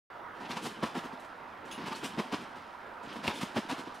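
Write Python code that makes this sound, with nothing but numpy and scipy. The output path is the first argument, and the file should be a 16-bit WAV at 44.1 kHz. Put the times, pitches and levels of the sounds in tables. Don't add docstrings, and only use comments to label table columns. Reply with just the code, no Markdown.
import sys
import numpy as np
from scipy import signal
from scipy.fft import rfft, irfft, next_fast_len
from scipy.io import wavfile
from scipy.ndimage import uniform_filter1d, map_coordinates

SR = 44100
rng = np.random.default_rng(int(sys.argv[2]) if len(sys.argv) > 2 else 0)


def transcribe(u):
    v = np.clip(np.atleast_2d(u).T, -1, 1)
    q = np.round(v * 32767).astype(np.int16)
    wavfile.write(sys.argv[1], SR, q)


N = 176400
T = np.arange(N) / SR
HZ = np.fft.rfftfreq(8192, 1 / SR)


def amp(db):
    return 10 ** (np.asarray(db) / 20)


def unit(x):
    return x / np.sqrt(np.mean(x ** 2) + 1e-20)


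def along(points, hz):
    f, v = np.transpose(points)
    return np.interp(np.log(hz + 1), np.log(f + 1), v)


def wobble(knots_per_s):
    return map_coordinates(rng.standard_normal(int(N * knots_per_s / SR) + 4), [T * knots_per_s])


def filtered(x, gain):
    size = next_fast_len(N + SR // 2)
    return irfft(rfft(x, size) * gain(np.fft.rfftfreq(size, 1 / SR)), size)[..., :N]


def causal(gain):
    cepstrum = irfft(np.log(np.maximum(gain, 1e-6)))
    half = len(cepstrum) // 2
    folded = np.r_[cepstrum[0], 2 * cepstrum[1:half], np.zeros(half)]
    return irfft(np.exp(rfft(folded)))[:half]


def ringing(colour, t60_s, ring_db):
    t = T[:SR // 2]
    tail = rng.standard_normal(len(t)) * amp(-60 * t / t60_s)
    strike = (t == 0) + amp(ring_db) * tail / np.linalg.norm(tail)
    return signal.fftconvolve(strike, causal(amp(along(colour, HZ))))


def contacts(per_s, size, scatter_db=2.5):
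    hits = (rng.random(size) < per_s / SR) * np.sign(rng.standard_normal(size))
    return hits * amp(scatter_db * np.clip(rng.standard_normal(size), -2, 2))


def grains(response, per_s):
    return unit(signal.fftconvolve(contacts(per_s, N), response)[:N])


def add_flurry(out, start_s, hold_s, db, response, rise_s=0.0054, fall_s=0.007):
    lead = SR // 40
    t = T[:SR // 2] - lead / SR
    envelope = np.exp(np.minimum(t, 0) / rise_s - np.maximum(t - hold_s, 0) / fall_s)
    burst = signal.fftconvolve(envelope * contacts(per_s=1500, size=len(t)), response)[:len(t)]
    burst *= np.sqrt((hold_s + 0.0025) * SR) / (np.linalg.norm(burst) + 1e-12)
    slot = out[round(start_s * SR) - lead:][:len(t)]
    slot += amp(db) * burst[:len(slot)]


# f/Hz, relative level/dB
TRAFFIC_COLOUR = [(20,-21),(45,-23.5),(70,-16.5),(100,-18.5),(160,-17),(230,-12.5),(380,-11),(580,-9),(740,-6.5),(860,-6),(955,-2.5),(1080,-8),(1350,-6.5),(1950,-14.5),(2500,-22),(4000,-32),(7100,-46),(15500,-48.5)]
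# f/Hz, left-right correlation
TRAFFIC_COHERENCE = [(60, 1), (130, 1), (290, 0.98), (640, 0.74), (1410, 0.65), (3100, 0.9), (6820, 0.87),
                     (15000, 0.66)]
# f/Hz, left minus right/dB
TRAFFIC_BALANCE = [(60, -1.5), (150, 3.5), (380, -5), (950, -4.5), (2380, -2), (5980, 2.5), (15000, -1.0)]

def traffic(level_db=-46, wobble_db=0.5, patchy_db=1.53):
    spectra = signal.stft(rng.standard_normal((2, N)), nperseg=512)[2]
    patches = uniform_filter1d(rng.standard_normal(spectra.shape[1:]), size=4, axis=0)
    patches = uniform_filter1d(patches, size=14, axis=1)
    noise = signal.istft(spectra * amp(patchy_db * unit(patches)), nperseg=512)[1][:, :N]

    def mid_side_gain(hz):
        angle = np.arccos(np.clip(along(TRAFFIC_COHERENCE, hz), -1, 1)) / 2
        return amp(along(TRAFFIC_COLOUR, hz)) * [np.cos(angle), np.sin(angle)]

    mid, side = filtered(noise, mid_side_gain)
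    rush = np.array([mid + side, mid - side])
    rush = filtered(rush, lambda hz: amp(np.outer([0.5, -0.5], along(TRAFFIC_BALANCE, hz))))
    return unit(rush) * amp(level_db + wobble_db * wobble(2.98))


# f/Hz, relative level/dB
COIL_COLOUR = [(1500, -47), (3000, 4.5), (5000, 1), (6500, 0), (8200, -1.5), (10000, -3.5), (12500, -10.5),
               (15500, -21)]

def coil_ring(t60_s=0.26, ring_db=-0.5):
    return ringing(COIL_COLOUR, t60_s, ring_db)


# f/Hz, relative level/dB
FRAME_COLOUR = [(700, -67), (1600, -4), (2100, -0.5), (2750, 2.5), (3700, -1.5), (4400, -6.5), (5100, -5.5),
                (6500, -18), (10000, -44), (16000, -49)]

def frame_ring(t60_s=0.32, ring_db=-4.5):
    return ringing(FRAME_COLOUR, t60_s, ring_db)


# f/Hz, width/Hz, relative level/dB
BED_MODES = [(148, 90, -17.5), (241, 103, -2.5), (339, 128, -5.5)]
# f/Hz, relative level/dB
THUD_COLOUR = [(30, -34), (70, -11.5), (130, -4.5), (200, -0.5), (300, -2), (450, -4), (800, -13),
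               (2000, -40.5)]

def bed_boom():
    power = sum(amp(db) ** 2 / (1 + (2 * (HZ - hz) / width) ** 2) for hz, width, db in BED_MODES)
    return causal(np.sqrt(power) * amp(along(THUD_COLOUR, HZ)))


# touch-down t/s, take-off t/s, relative creak level/dB, flutter level at take-off/dB
BOUNCES = [(.33, 0.687, -51.5, -51.5), (1.638, 2.055, -51, -51.5), (3.013, 3.413, -50, -50.5)]
# f/Hz, level/dB
SPRING_MODES = [(2993, -57.5), (3155, -55), (4102, -74), (8021, -68), (8597, -80)]

def stretching(creak_db_per_s=-14, flutter_db_per_s=-18, song_t60_s=0.49):
    creak, flutter, song = np.zeros((3, N))
    for touch_s, leave_s, creak_db, flutter_db in BOUNCES:
        load = np.clip((T - touch_s) / (leave_s - touch_s), 0, 1)
        onset = np.clip((T - touch_s) / 0.043, 0, 1)
        after_s = np.maximum(T - leave_s, 0)
        creak += onset * amp(creak_db - 22 + 5.5 * load + creak_db_per_s * after_s)
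        flutter += onset * amp(flutter_db + 2 * (load - 1) + flutter_db_per_s * after_s)
        song += load ** 8 * amp(-60 * after_s / song_t60_s)
    steel = grains(coil_ring(), per_s=500) + amp(12.5) * grains(frame_ring(), per_s=600)
    tones = sum(amp(db) * np.sin(2 * np.pi * hz * T + wobble(40)) for hz, db in SPRING_MODES)
    return creak * steel + flutter * grains(bed_boom(), per_s=160) + song * tones


# t/s, hold/s, relative level/dB of bed, pad, frame, springs
PAD_SLAPS = [ (0.404, .03, -49, -46, -58, -68), (0.452, 0.014, -61, -60, -48.5, -74),
             (0.493, 0.0068, -39, -42, -50, -59), (0.506, 0.013, -49, -38.5, -39, -50),
             (0.529, 0.011, -49, -40.5, -64, -74), (0.566, 0.0091, -39, -35.5, -40, -49.5),
             (0.628, 0.038, -42, -64, -54, -48), (0.655, 0.016, -38.5, -38.5, -43, -48),
             (0.831, 0.0093, -28.5, -29, -39, -49), (0.85, .025, -45, -44, -46.5, -55.5),
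             (0.951, 0.014, -39.5, -37, -47, -55), (0.969, 0.021, -36, -41.5, -45, -54),
             (1.039, 0.024, -44, -43, -54, -59.5), (1.128, 0.012, -44, -50, -56.5, -67),
             (1.778, 0.065, -44.5, -46, -53, -69), (1.863, 0.023, -41.5, -41, -43.5, -52.5),
             (1.908, .015, -43.5, -42, -48.5, -64), (1.924, 0.0084, -58, -38, -44, -52.5),
             (1.955, 0.024, -54, -61, -49.5, -51.5), (2.032, 0.0063, -38, -39, -46.5, -67),
             (2.042, 0.018, -40.5, -42, -41, -43), (2.177, 0.0035, -29.5, -39.5, -53, -60),
             (2.189, 0.013, -31, -33.5, -38.5, -50), (2.325, 0.023, -33.5, -35, -40, -50.5),
             (2.381, 0.058, -48, -58, -54.5, -63.5), (2.559, .025, -51.5, -50.5, -60, -67),
             (3.092, 0.021, -71, -73, -50.5, -72), (3.159, 0.0092, -41.5, -42, -49.5, -57.5),
             (3.24, 0.02, -43, -37.5, -42, -52), (3.273, .012, -33, -33, -33.5, -45.5),
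             (3.298, 0.015, -43, -37, -42.5, -64), (3.342, 0.047, -50, -54, -52, -52),
             (3.413, 0.019, -41.5, -39.5, -42.5, -45.5), (3.428, 0.0055, -31.5, -39, -59, -51),
             (3.559, 0.0038, -32, -35, -48, -48), (3.569, 0.01, -30.5, -31.5, -36.5, -51.5),
             (3.578, 0.013, -33.5, -39.5, -46, -51), (3.695, 0.018, -42.5, -36, -42, -47),
             (3.715, 0.014, -34.5, -41, -41.5, -56), (3.782, 0.022, -45, -45, -48.5, -54.5),
             (3.873, .008, -42, -51, -55.5, -66)]
# f/Hz, relative level/dB
PAD_COLOUR = [(100, -34), (300, -8.5), (480, -0.5), (650, 2), (800, 2.5), (970, 6), (1300, -1), (1900, -6),
              (3000, -22.5), (8000, -38.5)]

def rim_slaps():
    out, boom = np.zeros(N), bed_boom()
    for start_s, hold_s, bed_db, pad_db, frame_db, coil_db in PAD_SLAPS:
        add_flurry(out, start_s, hold_s, bed_db, boom, rise_s=0.0025, fall_s=0.0047)
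        clap = ringing(PAD_COLOUR, t60_s=0.27, ring_db=-6)
        add_flurry(out, start_s, hold_s, pad_db, clap, fall_s=0.0073)
        add_flurry(out, start_s, hold_s, frame_db, frame_ring())
        add_flurry(out, start_s, hold_s, coil_db + 0.5, coil_ring())
    return out


# t/s, relative level/dB
HOOK_TICKS = [(.410, -68), (1.198, -60.5), (1.245, -64.5), (1.653, -63.5), (3.029, -63), (3.130, -60),
              (3.944, -58.5), (3.975, -68)]

def hook_ticks(hold_s=0.008):
    out = np.zeros(N)
    for start_s, db in HOOK_TICKS:
        ring = coil_ring(t60_s=0.22, ring_db=4)
        add_flurry(out, start_s, hold_s, db + 2.5, ring, rise_s=0.00062, fall_s=0.003)
    return out


# t/s, hold/s, f/Hz, level/dB
HOOK_RUBS = [(0.569, 0.0066, 1080, -41), (.745, .022, 3000, -54.5), (1.922, 0.0086, 1175, -38.5),
             (1.949, 0.011, 4250, -50.5), (3.110, .03, 3160, -57), (3.352, .03, 3500, -52.5),
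             (3.702, 0.0038, 980, -38)]

def hook_clanks(q=25):
    out = np.zeros(N)
    for start_s, hold_s, hz, db in HOOK_RUBS:
        detuning = HZ / hz - hz / (HZ + 1)
        resonance = causal(1 / (1 + (q * detuning / 2) ** 2))
        add_flurry(out, start_s, hold_s, db, resonance, rise_s=0.0026, fall_s=0.0035)
    return out


# f/Hz, level/dB
SQUEAK_PARTIALS = [(2900, -47), (3350, -52), (6500, -53), (9930, -53), (10120, -61), (13950, -69),
                   (15000, -71)]

def hook_squeak(start_s=1.712, hold_s=0.017, t60_s=0.18, frame_db=-46.5, coil_db=-53):
    out = np.zeros(N)
    add_flurry(out, start_s, hold_s, frame_db, frame_ring(t60_s=0.26, ring_db=-0.5), rise_s=0.0012)
    add_flurry(out, start_s, hold_s, coil_db, coil_ring(), rise_s=0.0012)
    after_s = np.maximum(T - start_s - hold_s, 0)
    envelope = np.clip((T - start_s) / 0.0021, 0, 1) * amp(-60 * after_s / t60_s)
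    jitter_rad = 0.71 * (0.5 + np.exp(-after_s / 0.012))
    for hz, db in SQUEAK_PARTIALS:
        gain = envelope * amp(db + 3.7 * wobble(150))
        out += gain * np.sin(2 * np.pi * hz * T + jitter_rad * wobble(450))
    return out


# f/Hz, relative level/dB, t60/s
FRAME_MODES = [(96, -35, 0.094), (376, -20, 0.018), (720, -20.5, 0.015), (2220, -24, .015),
               (2710, -18, .014), (3500, -32, .012)]

def frame_knock(start_s=3.2775, crack_t60_s=0.014, highpass_hz=109):
    t = np.maximum(T - start_s, 0)
    ring = sum(amp(db - 60 * t / t60_s) * np.sin(2 * np.pi * hz * t + 0.5 * wobble(300))
               for hz, db, t60_s in FRAME_MODES)
    noise = unit(filtered(rng.standard_normal(N), lambda hz: 1 / (1 + (hz / 4200) ** 2)))
    crack = noise * amp(-26 - 60 * t / crack_t60_s)
    blow = (1 - np.exp(-t / 0.00051)) * (ring + crack)
    return signal.sosfilt(signal.butter(2, highpass_hz, 'highpass', fs=SR, output='sos'), blow)


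# f/Hz, side gain/dB
SIDE_GAIN = [(100, -63), (280, -27), (650, -17.5), (1300, -15), (3000, -26.5), (5000, -19), (8000, -4.5),
             (15000, -11.5)]

def spread(mono, decay_s=0.009):
    t = T[:SR // 20]
    side = np.zeros(N)
    for _ in range(4):
        paths = rng.standard_normal(len(t)) * np.exp(-t / decay_s)
        arrivals = signal.fftconvolve(mono, paths / np.linalg.norm(paths))[:N]
        side += np.sin(np.pi * wobble(25)) * arrivals / np.sqrt(2)
    side = filtered(side, lambda hz: amp(along(SIDE_GAIN, hz)))
    return np.array([mono + side, mono - side])


def scene():
    trampoline = rim_slaps() + stretching() + hook_ticks() + hook_squeak() + hook_clanks()
    return spread(trampoline + frame_knock()) + traffic()


def record(dry):
    silence_s, cutoff_hz = 0.1, 15750
    gate = np.clip((T - silence_s) * SR / 128, 0, 1)
    return filtered(dry * gate, lambda hz: hz < cutoff_hz)


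dry = scene()
out = record(dry)
transcribe(out)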